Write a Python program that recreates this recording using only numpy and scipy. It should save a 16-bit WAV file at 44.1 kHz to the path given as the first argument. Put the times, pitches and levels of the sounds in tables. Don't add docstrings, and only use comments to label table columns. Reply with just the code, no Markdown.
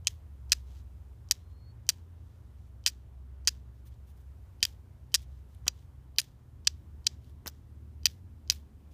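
import sys
import numpy as np
from scipy import signal
from scipy.fft import rfft, irfft, next_fast_len
from scipy.io import wavfile
from scipy.ndimage import uniform_filter1d, map_coordinates

SR = 44100
rng = np.random.default_rng(int(sys.argv[2]) if len(sys.argv) > 2 else 0)


def makeup_ratio(level_db):
    decades = np.asarray(level_db, float) / 20
    return 10 ** decades


def digitize_waveform(pressure):
    field = np.atleast_2d(pressure).T
    bounded = np.clip(field, -1, 1)
    quanta = np.round(bounded * 32767).astype(np.int16)
    wavfile.write(sys.argv[1], SR, quanta)


N = 393813
T = np.arange(N) / SR
REBOUND_HZ = 4950


def flint():
    return blows() + jolts() + skids()


# start_s, level_db (over 1 ms), favoured pitch_hz, crack_db, knock_db
STROKES = [(0.071, -12.5, 5300, -16, -27), (0.5197, -8, 4710, -16, -24), (1.311, -9, 5250, -12, -24.5),
           (1.8903, -11, 5287, -9, -22.5), (2.8628, -10, 4125, -14.5, -22), (3.4739, -12, 3670, -15, -24),
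           (4.6282, -10.5, 4690, -15, -22.5), (5.1424, -12.5, 3880, -8, -21),
           (5.68, -15, 4100, -13.5, -28.5), (6.1848, -10, 5010, -11, -25.5),
           (6.6719, -11.5, 4800, -21, -23), (7.0676, -12.5, 4720, -18.5, -30),
           (8.056, -13.5, 4000, -12.5, -22), (8.4995, -9.5, 3500, -19, -26)]
# start_s, level_db (over 1 ms), knock_db
REBOUNDS = [(0.5239, -26, -22), (0.5288, -15.5, -10.5), (1.3196, -25, -16), (2.8689, -21.5, -9.5),
            (2.8739, -30.5, -16), (2.8776, -22.5, -18), (3.48, -16.5, -12.5), (4.641, -30, -11),
            (4.6518, -21, -19.5), (5.1466, -16, -15), (6.1906, -22, -7.5), (6.1986, -26, -25),
            (6.6762, -21.5, -13.5), (7.0713, -32, -19.5), (8.0672, -18, -20)]


def blows():
    out, t = np.zeros(N), np.arange(SR // 20) / SR
    contacts = list(STROKES)
    for start_s, level_db, knock_db in REBOUNDS:
        _, blow_db, _, crack_db, _ = stroke_at(start_s)
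        crack_db += 0.55 * (blow_db - level_db)
        contacts.append((start_s, level_db, REBOUND_HZ, crack_db, knock_db))
    for start_s, level_db, pitch_hz, crack_db, knock_db in contacts:
        hit = strike(burst(t, t60_s=0.0004), crack_db - 2.2, knock_db - 1.8, pitch_hz)
        add(out, start_s, makeup_ratio(level_db - 0.5) * hit)
    return out


# mode_hz, width_hz, level_db
JOLT = [(380, 520, -7), (1050, 420, 0)]


def jolts():
    out, t = np.zeros(N), np.arange(SR // 20) / SR
    for start_s, level_db, _, _, knock_db in STROKES:
        jolt_db = level_db - 17.5 + 0.5 * knock_db
        add(out, start_s, makeup_ratio(jolt_db) * ring(burst(t, t60_s=0.0002), JOLT, scatter_db=1.0))
    return out


# start_s, length_s, first_db, last_db
SKIDS = [(0.073, 0.0072, -25.5, -27.5), (0.5208, 0.0027, -12.5, -20.5), (0.525, 0.0031, -22.5, -31),
         (0.529, 0.0025, -22, -23), (1.312, 0.0095, -25, -29), (1.8922, 0.0105, -21, -31),
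         (2.866, 0.015, -26, -28.5), (2.882, 0.02, -39.5, -50), (3.474, 0.016, -21, -26),
         (4.63, 0.011, -21.5, -34.5), (4.651, 0.0051, -26, -42.5), (5.1459, 0.012, -19, -26.5),
         (5.6794, 0.0046, -18, -25), (6.184, 0.018, -31, -29), (6.673, 0.005, -14.5, -27.5),
         (7.0696, 0.0049, -19, -33.5), (8.0556, 0.013, -19.5, -32), (8.5, 0.007, -32.5, -22),
         (8.5166, 0.0085, -40, -46)]


def skids():
    out, t = np.zeros(N), np.arange(SR // 20) / SR
    for start_s, length_s, first_db, last_db in SKIDS:
        _, blow_db, _, crack_db, knock_db = stroke_at(start_s)
        size = makeup_ratio(4.5 * rng.exponential(size=len(t)))
        chips = np.tanh(rng.standard_normal(len(t)) * size / 12)
        chips /= np.std(chips[t < length_s])
        slide_db = first_db + (last_db - first_db) * 1.6 * (np.minimum(t / length_s, 1) - 0.2961)
        lift_off_db = -60 * np.maximum(t - length_s, 0) / 0.01
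        crack_db += -1.5 + 0.33 * (blow_db - first_db)
        force = chips * makeup_ratio(slide_db + lift_off_db)
        add(out, start_s, makeup_ratio(-2.5) * strike(force, crack_db, knock_db + 5, REBOUND_HZ))
    return out


def stroke_at(s):
    return min(STROKES, key=lambda row: abs(row[0] - s))


# mode_hz, width_hz, level_db
BLADE = [(2499, 300, -2), (3260, 370, -5), (3965, 330, -6.5), (4795, 380, -0.5), (5370, 480, -3),
         (5740, 340, -1.5), (6460, 450, -3), (7320, 1500, -10.5)]
# mode_hz, width_hz, level_db
EDGE = [(8600, 2200, -3), (10920, 830, -4.5), (11640, 600, -1), (13370, 750, -7), (14500, 460, -1)]
# mode_hz, width_hz, level_db
GRIP = [(550, 610, -27), (1080, 280, -13.5), (1450, 370, -8.5), (1840, 250, -1.5)]


def strike(force, crack_db, knock_db, pitch_hz=None):
    def middle_band(hz):
        highpass = (1j * hz / (1j * hz + 2400)) ** 3
        return highpass / (1 + 1j * hz / (0.76 * 7000) - (hz / 7000) ** 2) ** 2

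    thin = filtered(force, middle_band)
    thin = thin * np.linalg.norm(force) / np.linalg.norm(thin)
    blade = ring(thin, BLADE, scatter_db=1.6, pitch_hz=pitch_hz)
    crack = makeup_ratio(crack_db) * ring(force, EDGE, scatter_db=3.5)
    knock = makeup_ratio(knock_db) * ring(force, GRIP, scatter_db=1.0)
    return blade + crack + knock


def ring(force, modes, scatter_db, pitch_hz=None, octaves=1.1):
    mode_hz, width_hz, level_db = np.transpose(modes)[:, :, None]
    level_db = level_db + scatter_db * rng.standard_normal(level_db.shape)
    if pitch_hz:
        level_db = level_db - 6 * (np.log2(mode_hz / pitch_hz) / octaves) ** 2
    gain = (-1.) ** np.arange(len(modes))[:, None] * makeup_ratio(level_db)

    def response(hz):
        damping = 1j * hz * width_hz
        return np.sum(gain * damping / (mode_hz * mode_hz - hz * hz + damping), axis=0)

    out = filtered(force, response)
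    return out * np.linalg.norm(force) / np.linalg.norm(out)


def burst(t, t60_s):
    x = rng.standard_normal(len(t)) * makeup_ratio(-60 * t / t60_s)
    return x / np.linalg.norm(x) * np.sqrt(SR / 1000)


# start_s, level_db, pitch_hz
THUDS = [
    (4.63, -52.5, 200.7),
    (5.667, -47.5, 229.3),
    (5.68, -51, 301),
    (7.461, -45.5, 259),
    (7.477, -59, 326),
]
# start_s, level_db, t60_s, fizz_db, thump_db
SNAPS = [(1.983, -68, .01, -11, 5), (5.219, -60.5, 0.0089, 1.5, -22), (5.548, -64, 0.0091, 3, -20),
         (5.667, -43, 0.067, -7.5, 10), (6.2154, -39.5, 0.01, -1.5, -12.5), (7.0653, -38, 0.0078, -7, -15),
         (7.245, -63, .01, -5, -11), (7.296, -64.5, .01, -2, -7), (7.4605, -44, 0.017, -6, 8),
         (7.468, -51, 0.028, -7.5, 9), (7.4702, -34, 0.0083, 0.5, -6.5), (7.4765, -29, 0.024, -2, -8),
         (7.4865, -43, 0.021, -3.5, -13), (7.497, -52, 0.018, -2, -7), (8.522, -35.5, 0.039, -1.5, -10.5)]
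# mode_hz, width_hz, level_db
STALK = [(3500, 2200, -2), (5500, 2300, 0)]
FIZZ = [(8860, 3000, 0), (12900, 4000, -2)]
NEST = [(498.7, 170, 2.5), (1310, 1300, 0.5)]


def tinder():
    out, t = np.zeros(N), np.arange(SR // 20) / SR
    for start_s, level_db, pitch_hz in THUDS:
        add(out, start_s, makeup_ratio(level_db + 13.5 - 60 * t / 0.01) * np.sin(2 * np.pi * pitch_hz * t))
    for start_s, level_db, t60_s, fizz_db, thump_db in SNAPS:
        force = makeup_ratio(level_db) * burst(t, t60_s)
        stalk = ring(force, STALK, scatter_db=5.0)
        fizz = makeup_ratio(fizz_db) * ring(force, FIZZ, scatter_db=-6.0)
        thump = makeup_ratio(thump_db) * ring(force, NEST, scatter_db=1.0)
        add(out, start_s, stalk + fizz + thump)
    return out


# start_s, level_db
DEBRIS = [(0.083, -56.5), (0.538, -59.5), (1.325, -61), (1.903, -59.5), (2.9, -64), (3.495, -60.5),
          (4.66, -56.5), (5.16, -62), (5.69, -75), (6.22, -58.5), (6.685, -62.5), (7.081, -65), (7.49, -72),
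          (8.072, -57.5), (8.53, -55)]
# start_s, length_s, level_db, fine_db
SWISHES = [(0.655, 0.18, -72.5, -10.5), (0.748, 0.075, -81, -8), (1.497, .04, -82, -6),
           (2.149, 0.35, -84, -11), (2.547, .15, -82, -12), (3.73, 0.083, -83, -3), (3.85, 0.045, -72.5, 3),
           (3.905, 0.053, -78, -15), (4.068, 0.056, -74.5, 1.5), (4.159, .03, -80, 2),
           (4.188, .045, -81, 2), (5.183, 0.064, -73, -3), (5.283, 0.15, -80.5, -10),
           (5.474, 0.14, -80, -4.5), (5.713, 0.15, -77.5, -9), (7.086, 0.071, -76.5, -16),
           (7.211, 0.12, -77, -4), (7.5, 0.12, -85, -5), (8.909, 0.028, -71, -7)]
# freq_hz, density_db (per Hz)
STRAW = [(900, -27), (1700, -5.5), (2600, -5.5), (3400, -0.5), (4500, -4), (6200, -4), (8000, -9),
         (10000, -31.5)]
GRIT = [(6000, -42), (8500, -4.5), (12000, -2.5), (15500, -2), (17000, -22.5)]


def rustle():
    straw, grit, t = np.zeros(N), np.zeros(N), np.arange(SR // 2) / SR
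    shapes = []
    for start_s, level_db in DEBRIS:
        denser_db = level_db + 60
        settle_s = np.clip(0.28 - 0.011 * denser_db, 0.1, 0.36)
        shower = makeup_ratio(level_db + 0.3 - 60 * t / settle_s) * (1 - np.exp(-t / 0.0034))
        shapes.append((start_s, shower, -8.5 + 0.75 * denser_db))
    for start_s, length_s, level_db, fine_db in SWISHES:
        swish = makeup_ratio(level_db) * abs(np.sin(np.pi * np.minimum(t / length_s, 1))) ** 0.6
        shapes.append((start_s, swish, fine_db))
    for start_s, shape, fine_db in shapes:
        add(straw, start_s, shape)
        add(grit, start_s, makeup_ratio(fine_db) * shape)
    grain = makeup_ratio(1.0 * wobble(90) + 2.5 * wobble(460))
    coarse = unit(grain * noise(STRAW, patchy_db=0.48))
    fine = unit(grain * noise(GRIT, patchy_db=1.2))
    return straw * coarse + grit * fine


# freq_hz, t60_s
GROUND = [(800, .06), (2600, .1), (7000, 0.12), (14000, 0.062)]


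def ground(x):
    out, step = np.zeros(N), SR // 10
    peaks = abs(x[:N // step * step]).reshape(-1, step).max(axis=1)
    for start in np.flatnonzero(peaks > 1e-4) * step:
        hz, t, z = signal.stft(rng.standard_normal(SR // 4), SR, nperseg=256)
        decay = makeup_ratio(-60 * t / along(GROUND, hz)[:, None])
        tail = signal.istft(z * decay, SR, nperseg=256)[1]
        scatter = signal.fftconvolve(x[start:start + step], tail / np.linalg.norm(tail))
        add(out, start / SR + 0.0034, scatter)
    return out


# time_s, pitch_hz, level_db
BIRD = [
    (1.37, 4010, -87),
    (1.41, 4120, -85),
    (1.445, 4168, -84),
    (1.475, 4160, -86.5),
    (1.59, 4290, -80),
    (1.62, 4262, -77),
    (1.668, 4350, -73.5),
    (1.708, 4400, -71),
    (1.725, 4320, -84),
]


def bird():
    return tone(BIRD, drift=0.002, flutter_db=0.6, rate_hz=22)


# time_s, firing_hz, level_db
NEAR_ENGINE = [
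    (0.0, 83.2, -52.5),
    (0.14, 74.7, -51.5),
    (0.55, 63.84, -48.5),
    (2.1, 64.26, -57),
    (3.35, 65.05, -48),
    (4.9, 64.8, -53),
    (5.58, 65.05, -48.5),
    (6.11, 65.6, -52.5),
    (6.4, 61.46, -68),
]
# start_s, end_s, first_hz, last_hz, level_db
ENGINES = [(0.0, 2.7, 84, 85, -54.5), (2.5, 6.2, 89.5, 91, -60.5), (6.5, 8.7, 90, 90.3, -60.5),
           (0.0, 4.0, 113.6, 113, -61.5), (6, 8.4, 113.5, 112.5, -61), (3, 5.4, 123.5, 126, -63.5),
           (6.0, 8.5, 128, 127.7, -62.5), (4.5, 5.4, 76, 70.9, -62), (6.5, 8.93, 74.5, 74, -56.5),
           (6.8, 8.93, 70, 70.6, -58), (8, 8.8, 219.5, 216, -73.5)]


def engines():
    fade_s, fade_db = 0.25, -18
    out = tone(NEAR_ENGINE, drift=0.006, flutter_db=2.5, rate_hz=4)
    for start_s, end_s, first_hz, last_hz, level_db in ENGINES:
        rows = [(start_s - fade_s, first_hz, level_db + fade_db), (start_s, first_hz, level_db),
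                (end_s, last_hz, level_db), (end_s + fade_s, last_hz, level_db + fade_db)]
        out += tone(rows, drift=0.006, flutter_db=3.5, rate_hz=4)
    return out


# time_s, level_db
ROAD = [(0.0, -49.5), (1.12, -48.5), (1.89, -51), (3.9, -52.5), (4.48, -47), (4.95, -51.5), (5.74, -47),
        (6.44, -57.5), (6.91, -50.5), (7.6, -56), (8.93, -52.5)]
# freq_hz, density_db (per Hz)
DEEP = [(12, -30), (25, -19), (35, -7), (48, 6), (56, 4.5), (75, -44.5)]
RUMBLE = [(40, -31), (58, -1), (75, 2), (120, -6), (160, -15.5), (220, -53)]
DRONE = [(110, -29.5), (160, 2.5), (250, -1.5), (400, -9), (600, -45.5)]
RUSH = [(240, -35), (400, -3), (755, -7.5), (952, -7.5), (2300, -19.5), (4000, -26.5), (5200, -59),
        (8800, -120)]


def road():
    load_db, = curves(ROAD)
    deep = makeup_ratio(-63 + 1.2 * wobble(1.5)) * noise(DEEP)
    rumble = makeup_ratio(load_db - 5 + 0.89 * wobble(3)) * noise(RUMBLE)
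    lorry_db = -67 + 4 / (1 + np.exp((6.7 - T) / 0.3))
    drone = makeup_ratio(lorry_db + 0.38 * wobble(2.5)) * noise(DRONE, patchy_db=0.3)
    rush = makeup_ratio(-72 + 0.14 * (load_db - load_db.mean())) * noise(RUSH, patchy_db=1.2)
    return deep + rumble + drone + rush


def tone(rows, drift, flutter_db, rate_hz):
    pitch_hz = curves(rows)[0]
    level_db = curves(rows, outside=-120)[1]
    level = uniform_filter1d(makeup_ratio(level_db + flutter_db * wobble(rate_hz)), size=600)
    phase = 2 * np.pi * np.cumsum(pitch_hz * (1 + drift * wobble(rate_hz))) / SR
    return np.sqrt(2) * level * np.sin(phase)


def noise(spectrum, patchy_db=0):
    z = signal.stft(rng.standard_normal(N), nperseg=512)[2]
    field = uniform_filter1d(rng.standard_normal(z.shape), size=6, axis=0)
    field = uniform_filter1d(field, size=10, axis=1)
    white = signal.istft(z * makeup_ratio(patchy_db * unit(field)), nperseg=512)[1][:N]
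    return unit(filtered(white, lambda hz: makeup_ratio(along(spectrum, hz))))


def unit(x):
    return x / np.sqrt(np.mean(x ** 2) + 1e-20)


def along(points, hz):
    f, v = np.transpose(points)
    return np.interp(np.log(hz + 1), np.log(f + 1), v)


def curves(rows, outside=None):
    s, *cols = np.transpose(rows)
    return [np.interp(T, s, c, outside, outside) for c in cols]


def wobble(rate_hz):
    return map_coordinates(rng.standard_normal(int(N * rate_hz / SR) + 4), [T * rate_hz])


def filtered(x, response):
    m = next_fast_len(len(x) + 8192)
    return irfft(rfft(x, m) * response(np.fft.rfftfreq(m, 1 / SR)), m)[:len(x)]


def add(track, s, sound):
    part = track[round(s * SR):][:len(sound)]
    part += sound[:len(part)]


def scene():
    hits = flint()
    near = hits + makeup_ratio(-34) * ground(hits) + tinder() + rustle()
    return (near + engines() + road() + bird())[None]


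def low_pass(x):
    return signal.sosfilt(signal.butter(12, 16550, fs=SR, output="sos"), x)


# freq_hz, density_db (per Hz)
HISS = [(1500, -29), (3000, 0), (5000, 2.5), (8000, -4.5), (11000, -9), (15300, -9)]


def record(dry):
    x = dry[0] / (1 + abs(dry[0] / 0.49) ** 8) ** (1 / 8)
    x = x + makeup_ratio(-87.5) * noise(HISS)
    loudness = 0.12 + uniform_filter1d(abs(x), size=40) / 0.3
    peaks = x * loudness * (uniform_filter1d(abs(x), size=400) > 0.01)

    def early(hz, samples):
        return np.exp(2j * np.pi * hz * samples / SR)

    def ghosts(hz):
        return makeup_ratio(-41.0) * early(hz, 1024) + makeup_ratio(-54) * early(hz, 512) * (1 + (hz / 9000) ** 3)

    def band_edges(hz):
        edge = makeup_ratio(-9.5) / (1 + ((hz - 3070) / 32) ** 2)
        top = makeup_ratio(-10.5 * (1 + np.tanh((hz - 15350) / 120)))
        return (1 + edge) * top

    x = filtered(x + filtered(peaks, ghosts), band_edges)
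    return low_pass(x[None])


dry = scene()
out = record(dry)
digitize_waveform(out)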